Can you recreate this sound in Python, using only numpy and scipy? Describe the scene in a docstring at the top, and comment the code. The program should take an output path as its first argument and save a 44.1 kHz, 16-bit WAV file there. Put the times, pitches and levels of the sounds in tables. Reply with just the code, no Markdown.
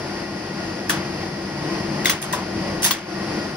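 """Relays on a steel panel in an open metal cabinet pull in and drop out, alone and in quick bursts.
Each contact is a noise crack and pitched knock that rings frames, springs and armatures and dies in the cabinet.
Fans and hum fill the machine room: coloured noise with broad drones, wavering sine lines and a thin whine.
Two close microphone ports pick it up; a slow gain control ducks after loud treble bursts."""
import sys
import numpy as np
from scipy import signal
from scipy.fft import rfft, irfft
from scipy.io import wavfile

SR = 44100
rng = np.random.default_rng(int(sys.argv[2]) if len(sys.argv) > 2 else 0)


def wav_out(sig):
    """Save sig, one row per channel (or a flat mono array), as 16-bit PCM at SR to the path in sys.argv[1]."""
    wavfile.write(sys.argv[1], SR, np.round(np.clip(np.atleast_2d(sig).T, -1, 1) * 32767).astype(np.int16))


N = 156996

# machine-room air noise, before drones and level changes: [hz, density_db_per_hz]
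AIR = [(22, -84), (50, -63.5), (80, -67), (120, -60.5), (250, -59.5), (420, -61.5), (700, -60.5),
       (1300, -70), (2600, -71.5), (3900, -79), (4900, -67.5), (6000, -78), (7800, -89), (9500, -84),
       (11000, -96), (12800, -95.5), (14000, -125)]
# broad drones of ducts and housings: [centre_hz, width_hz, over_air_db]
DRONES = [(91.7, 11.6, 8), (145.9, 5.3, 10.5), (195.1, 29.3, 11.5), (303, 8.9, 7), (331.1, 15.8, 12.5),
          (1067, 16.4, 7.5), (1910, 76, 10.5)]
# level of the air noise and drones below the low top: [time_s, level_db]
LOW_AIR_LEVEL = [(0, -1.5), (.5, -2), (1.05, -0.5), (1.4, -1.1), (1.9, 0.2), (2.2, -2), (2.6, 2),
                 (3.1, -1.3), (3.56, -1)]
# mains and motor hum lines, before waver: [pitch_hz, level_db_rms]
HUM = [(359.5, -41)]
# level of a thin whine, before waver: [time_s, level_db_rms]
WHINE = [(0, -47), (.8, -46.5), (1.05, -54), (1.9, -51.5), (2.5, -47), (3.56, -47)]
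LOW_AIR_TOP_HZ, WHINE_HZ = 600, 1437.5
AIR_FLICKER_DB, HUM_WAVER_DB = 1.23, 2

# relay contacts, relative levels: [start_s, level_db, tilt_db_per_octave, knock_hz, knock_db, knock_t60_s,
# ping_db, jangle_db]
CONTACTS = [(0.8936, -34, 6.5, 5400, -24, .03, -44, -34),
            (0.8965, -21, -5.5, 1760, -6.5, 0.016, -19.5, -41),
            (0.9017, -28, -1.5, 1486, -22, 0.2, -43, -29), (2.046, -30, -2.5, 14800, -24, .03, -24, -45),
            (2.0564, -21.5, -3, 2060, -4, 0.019, -25, -39), (2.0572, -29, 3, 3680, -11, 0.042, -24, -41),
            (2.07, -29, -8, 3440, -14.5, 0.11, -36, -34), (2.095, -24, 0.5, 3850, -16, 0.033, -24, -29),
            (2.096, -22.5, -3, 2025, -9.5, 0.033, -24, -26), (2.099, -33, -6, 2730, -13, .03, -22, -38),
            (2.217, -44.5, 8, 3000, -41, .03, -42, -27), (2.2252, -29, -1, 9000, -12, .02, -39, -32),
            (2.238, -36.5, -12, 8650, -15, 0.019, -61, -30), (2.326, -32, 3, 6250, -32, 0.044, -34, -39),
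            (2.332, -31, -8.5, 1860, -20, 0.056, -27, -37), (2.334, -38, -12, 998, -18, 0.23, -39, -45),
            (2.821, -31, 2, 9300, -19, .02, -30, -40), (2.83, -26, 1, 6440, -32, .03, -27, -19.5),
            (2.838, -31.5, -1, 5370, -27, .03, -23, -22), (2.843, -20.5, 1, 5400, -23, .04, -23, -13),
            (2.849, -34, 5, 1810, -17.5, 0.057, -23, -18), (2.861, -26.5, 5, 946, -16, 0.041, -28, -32),
            (2.869, -26, -4.5, 1820, -20, 0.034, -21, -25),
            (2.909, -22, -1.5, 4320, -13.5, 0.081, -30, -34),
            (2.9078, -19.5, -2.5, 1080, -13, 0.057, -10, -30)]
# cabinet wash after a contact: [hz, relative_db, t60_s]
WASH = [(493, -22, 0.99), (950, -7, 0.63), (2040, -2, 0.58), (4040, 0.5, 0.26), (6500, 3, 0.27),
        (9000, 1.5, 0.14), (11300, -8, 0.2), (13500, -14, .15), (16000, -4, 0.083)]
# relay frame modes, rung by every contact: [pitch_hz, re_contact_db, t60_s]
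FRAME = [(1127, -9, 0.069), (1568, -11, 0.094), (1944, -6, 0.06), (2760, -7.5, 0.072), (3350, -4, 0.12),
         (3645, -9.5, 0.14), (3860, -12.5, 0.039), (4340, -31, 0.089), (5036, -7, 0.059), (6360, -4, 0.07)]
# high ping of the contact springs: [pitch_hz, re_ping_db, t60_s]
PING = [(15300, -3, .03), (15480, -9, .11), (15565, -1, .06), (15720, -9, .12)]
# bright jangle of the armatures: [pitch_hz, re_jangle_db, t60_s]
JANGLE = [(10620, -5, .03), (11000, -4, .03), (11175, -3, .045), (11650, -5, .03)]
TILT_PIVOT_HZ = 3000
FRAME_SPREAD_DB, BRIGHT_SPREAD_DB, CHATTER_T60_S = 3, 2, .02
RATTLE_DB, RATTLE_PER_S = 2.5, 1500
CRACK_T60_S, CRACK_RISE_T60_S, TAIL_DB = .0079, .005, -6
# split: share of pitch between the two knock tones; side: gain in the second view
KNOCK_RISE_S, KNOCK_SPLIT, KNOCK_ROUGH_DB, KNOCK_SIDE = .0006, .017, 3.2, .6

# microphone pair: [hz, left_lead_rad, likeness_0_to_1, left_minus_right_db]
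PORTS = [(70, 0, .997, 0), (230, 0, .99, 2), (330, -.1, .96, 4.5), (700, -.5, .62, 4.6),
         (1200, -.5, .75, 2.5), (1800, -.7, .72, 3), (2200, -1.1, .35, 0), (3700, -1.6, .3, 0),
         (4300, .8, .3, 2), (5800, 1.4, .25, .5), (6600, 2.6, .6, -1), (7300, 3.14, .85, -.5),
         (9200, 4.1, .65, -1.5), (10300, 6.28, .98, 0), (11800, 6.3, .97, 0), (12500, 7.5, .5, 0),
         (13300, 9.42, .99, 0), (14900, 9.42, .99, 0), (15500, 10.5, .9, .5)]
# share: dB of ducking per dB above the threshold
DUCK_ABOVE_DB, DUCK_SHARE, DUCK_MEMORY_S, DUCK_HEARS_HZ = -26, .76, .23, 2200
STOP_EDGE_HZ = 16400


def from_db(db):
    """Decibels to gain."""
    return 10 ** (np.asarray(db) / 20)


def at_hz(table, hz, axis=1):
    """One column of a table, read on a log-frequency axis."""
    rows = np.array(table)
    return np.interp(np.log(hz + 1e-9), np.log(rows[:, 0]), rows[:, axis])


def drift(rate_hz):
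    """Slow chance with spread 1: white noise through two equal low-pass poles, run every 40 samples."""
    r = np.exp(-80 * np.pi * rate_hz / SR)
    noise = rng.standard_normal(N // 40 + 2002)
    slow = signal.lfilter([1], [1, -2 * r, r * r], noise)[2000:]  # drop the run-in
    return np.interp(np.arange(N) / 40, np.arange(len(slow)), slow / slow.std())


def fall(t60_s):
    """Gain per sample of an exponential decay; t60 is at least 5 ms."""
    return from_db(-60 / (max(t60_s, .005) * SR))


def ring(x, hz, t60_s):
    """Two-pole resonator: a unit click sets a decaying sine of starting height 1 ringing."""
    r, w = fall(t60_s), 2 * np.pi * hz / SR
    return signal.lfilter([0, np.sin(w)], [1, -2 * r * np.cos(w), r * r], x + 1e-18)


def clicks(start_s, sizes):
    """Impulse train in two views of the panel."""
    out = np.zeros((2, N))
    out[:, (np.asarray(start_s) * SR).astype(int)] = sizes
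    return out


def chatter(start_s, sizes):
    """Contact bounce: a dying burst of random pushes with the mean energy of one click."""
    r = fall(CHATTER_T60_S)
    burst = signal.lfilter([1], [1, -r], clicks(start_s, sizes))
    return np.sqrt(1 - r * r) * burst * rng.standard_normal((2, N))


def air_noise():
    """White noise shaped to the air spectrum, raised around each drone; level flickers slightly."""
    hz, t = np.fft.rfftfreq(N, 1 / SR), np.arange(N) / SR
    gain = from_db(at_hz(AIR, hz))
    for centre_hz, width_hz, over_db in DRONES:
        gain = gain * (1 + (from_db(over_db) - 1) / (1 + (2 * (hz - centre_hz) / width_hz) ** 2))
    noise = rfft(rng.standard_normal((2, N))) * gain * np.sqrt(SR / 2)
    low = 1 / (1 + (hz / LOW_AIR_TOP_HZ) ** 4)
    low_level = from_db(np.interp(t, *np.transpose(LOW_AIR_LEVEL)))
    air = irfft(noise * low, N) * low_level + irfft(noise * (1 - low), N)
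    return air * from_db(AIR_FLICKER_DB * drift(2.4))


def hum_and_whine():
    """Steady-pitch sines of wavering level; hum phase differs between views, whine phase does not."""
    t = np.arange(N) / SR
    out = np.zeros((2, N))
    for hz, level_db in HUM:
        level = np.sqrt(2) * from_db(level_db + HUM_WAVER_DB * drift(8.7))
        out += level * np.sin(2 * np.pi * (hz * t + rng.random((2, 1))))
    whine_db = np.interp(t, *np.transpose(WHINE)) + HUM_WAVER_DB * drift(13)
    return out + np.sqrt(2) * from_db(whine_db) * np.sin(2 * np.pi * WHINE_HZ * t)


def machine_room():
    """Air noise plus tonal hum."""
    return air_noise() + hum_and_whine()


def crack_and_wash(start_s, level_db, tilt):
    """Half-octave noise bands, each with a short crack and a longer cabinet decay, roughened by rattle."""
    white = rng.standard_normal((2, 2, N))
    edges_hz = 420 * 2 ** np.arange(0, 5.6, .5)
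    jolts = np.minimum(rng.exponential(1, N), 4) - 1.5
    rattle = from_db(RATTLE_DB * np.repeat(jolts, int(SR / RATTLE_PER_S))[:N])
    out, rise = np.zeros((2, N)), fall(CRACK_RISE_T60_S)
    for k, (low, high) in enumerate(zip(edges_hz, edges_hz[1:])):
        hz = np.sqrt(low * high)
        band_db = level_db + tilt * np.log2(hz / TILT_PIVOT_HZ) + at_hz(WASH, hz)
        hits = clicks(start_s, from_db(band_db) ** 2)[0] + 1e-30
        # squared gains: both decays are of power
        crack = signal.lfilter([1], [1, -fall(CRACK_T60_S) ** 2], hits)
        tail = signal.lfilter([1], [1, -fall(at_hz(WASH, hz, axis=2)) ** 2], hits)
        power = crack + from_db(2 * TAIL_DB) * tail
        shape = signal.lfilter([1 - rise], [1, -rise], np.sqrt(power) * rattle)
        band = signal.butter(2, [low, high], "band", fs=SR, output="sos")
        out += 4 * shape * signal.sosfilt(band, white[k % 2])
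    return out


def frame_modes(start_s, level_db, tilt):
    """Contact bounce rings the frame resonances, with chance in each mode's strength."""
    out = np.zeros((2, N))
    for hz, mode_db, t60_s in FRAME:
        luck_db = FRAME_SPREAD_DB * rng.standard_normal((2, len(start_s)))
        size_db = level_db + mode_db + tilt * np.log2(hz / TILT_PIVOT_HZ) + luck_db
        out += ring(chatter(start_s, from_db(size_db)), hz, t60_s)
    return out


def bright_modes(modes, start_s, level_db):
    """Contact bounce rings the high resonances of springs or armatures."""
    out = np.zeros((2, N))
    for hz, mode_db, t60_s in modes:
        luck_db = BRIGHT_SPREAD_DB * rng.standard_normal((2, len(start_s)))
        out += ring(chatter(start_s, from_db(level_db + mode_db + luck_db)), hz, t60_s)
    return out


def knocks(start_s, pitch_hz, level_db, t60_s):
    """A dying pair of close tones per contact, roughened as it decays."""
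    out = np.zeros((2, N))
    t, rough = np.arange(SR // 4) / SR, from_db(KNOCK_ROUGH_DB * drift(180))
    for at, hz, db, t60 in zip((start_s * SR).astype(int), pitch_hz, level_db, t60_s):
        span = slice(at, at + len(t))
        roughness = rough[span] ** np.minimum(t / t60 * 4, 1)
        envelope = from_db(db - 60 * t / t60) * np.minimum(t / KNOCK_RISE_S, 1)
        # the product is two equal tones around hz
        pair = np.sin(2 * np.pi * hz * t) * np.cos(np.pi * KNOCK_SPLIT * hz * t)
        out[:, span] += [[1], [KNOCK_SIDE]] * roughness * envelope * pair
    return out


def relays():
    """All contacts: crack and wash, frame modes, spring ping, armature jangle, knock."""
    start_s, level_db, tilt, knock_hz, knock_db, knock_t60_s, ping_db, jangle_db = np.transpose(CONTACTS)
    out = crack_and_wash(start_s, level_db, tilt)
    out += frame_modes(start_s, level_db, tilt)
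    out += bright_modes(PING, start_s, ping_db)
    out += bright_modes(JANGLE, start_s, jangle_db)
    return out + knocks(start_s, knock_hz, knock_db, knock_t60_s)


def ports(views):
    """Two views are mixed to the likeness, phase lead and balance of the microphone ports."""
    hz = np.fft.rfftfreq(N, 1 / SR)
    lead_rad, balance_db = at_hz(PORTS, hz), at_hz(PORTS, hz, axis=3)
    alike = np.clip(at_hz(PORTS, hz, axis=2), 0, 1)
    shared, own = rfft(views)
    sign = np.array([[1], [-1]])  # left, right
    both = np.sqrt((1 + alike) / 2) * shared + sign * np.sqrt((1 - alike) / 2) * own
    return irfft(both * from_db(sign * balance_db / 2) * np.exp(.5j * sign * lead_rad), N)


def scene():
    """Relays and room at the microphone ports."""
    return ports(relays() + machine_room())


def record(dry):
    """Gain control ducks on recent treble power, smoothed by a raised-cosine memory; the top is cut."""
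    treble = signal.butter(2, DUCK_HEARS_HZ, "high", fs=SR, output="sos")
    heard = signal.sosfilt(treble, dry)
    t = np.arange(SR // 2) / SR
    memory = np.sin(np.pi * np.minimum(t / DUCK_MEMORY_S, 1)) ** 2
    power = signal.fftconvolve((heard ** 2).mean(axis=0), memory / memory.sum())[:N]
    over_db = np.maximum(10 * np.log10(np.abs(power) + 1e-12) - DUCK_ABOVE_DB, 0)
    top_cut = signal.cheby2(16, 70, STOP_EDGE_HZ, fs=SR, output="sos")
    return signal.sosfilt(top_cut, dry * from_db(-DUCK_SHARE * over_db))


dry = scene()
out = record(dry)
wav_out(out)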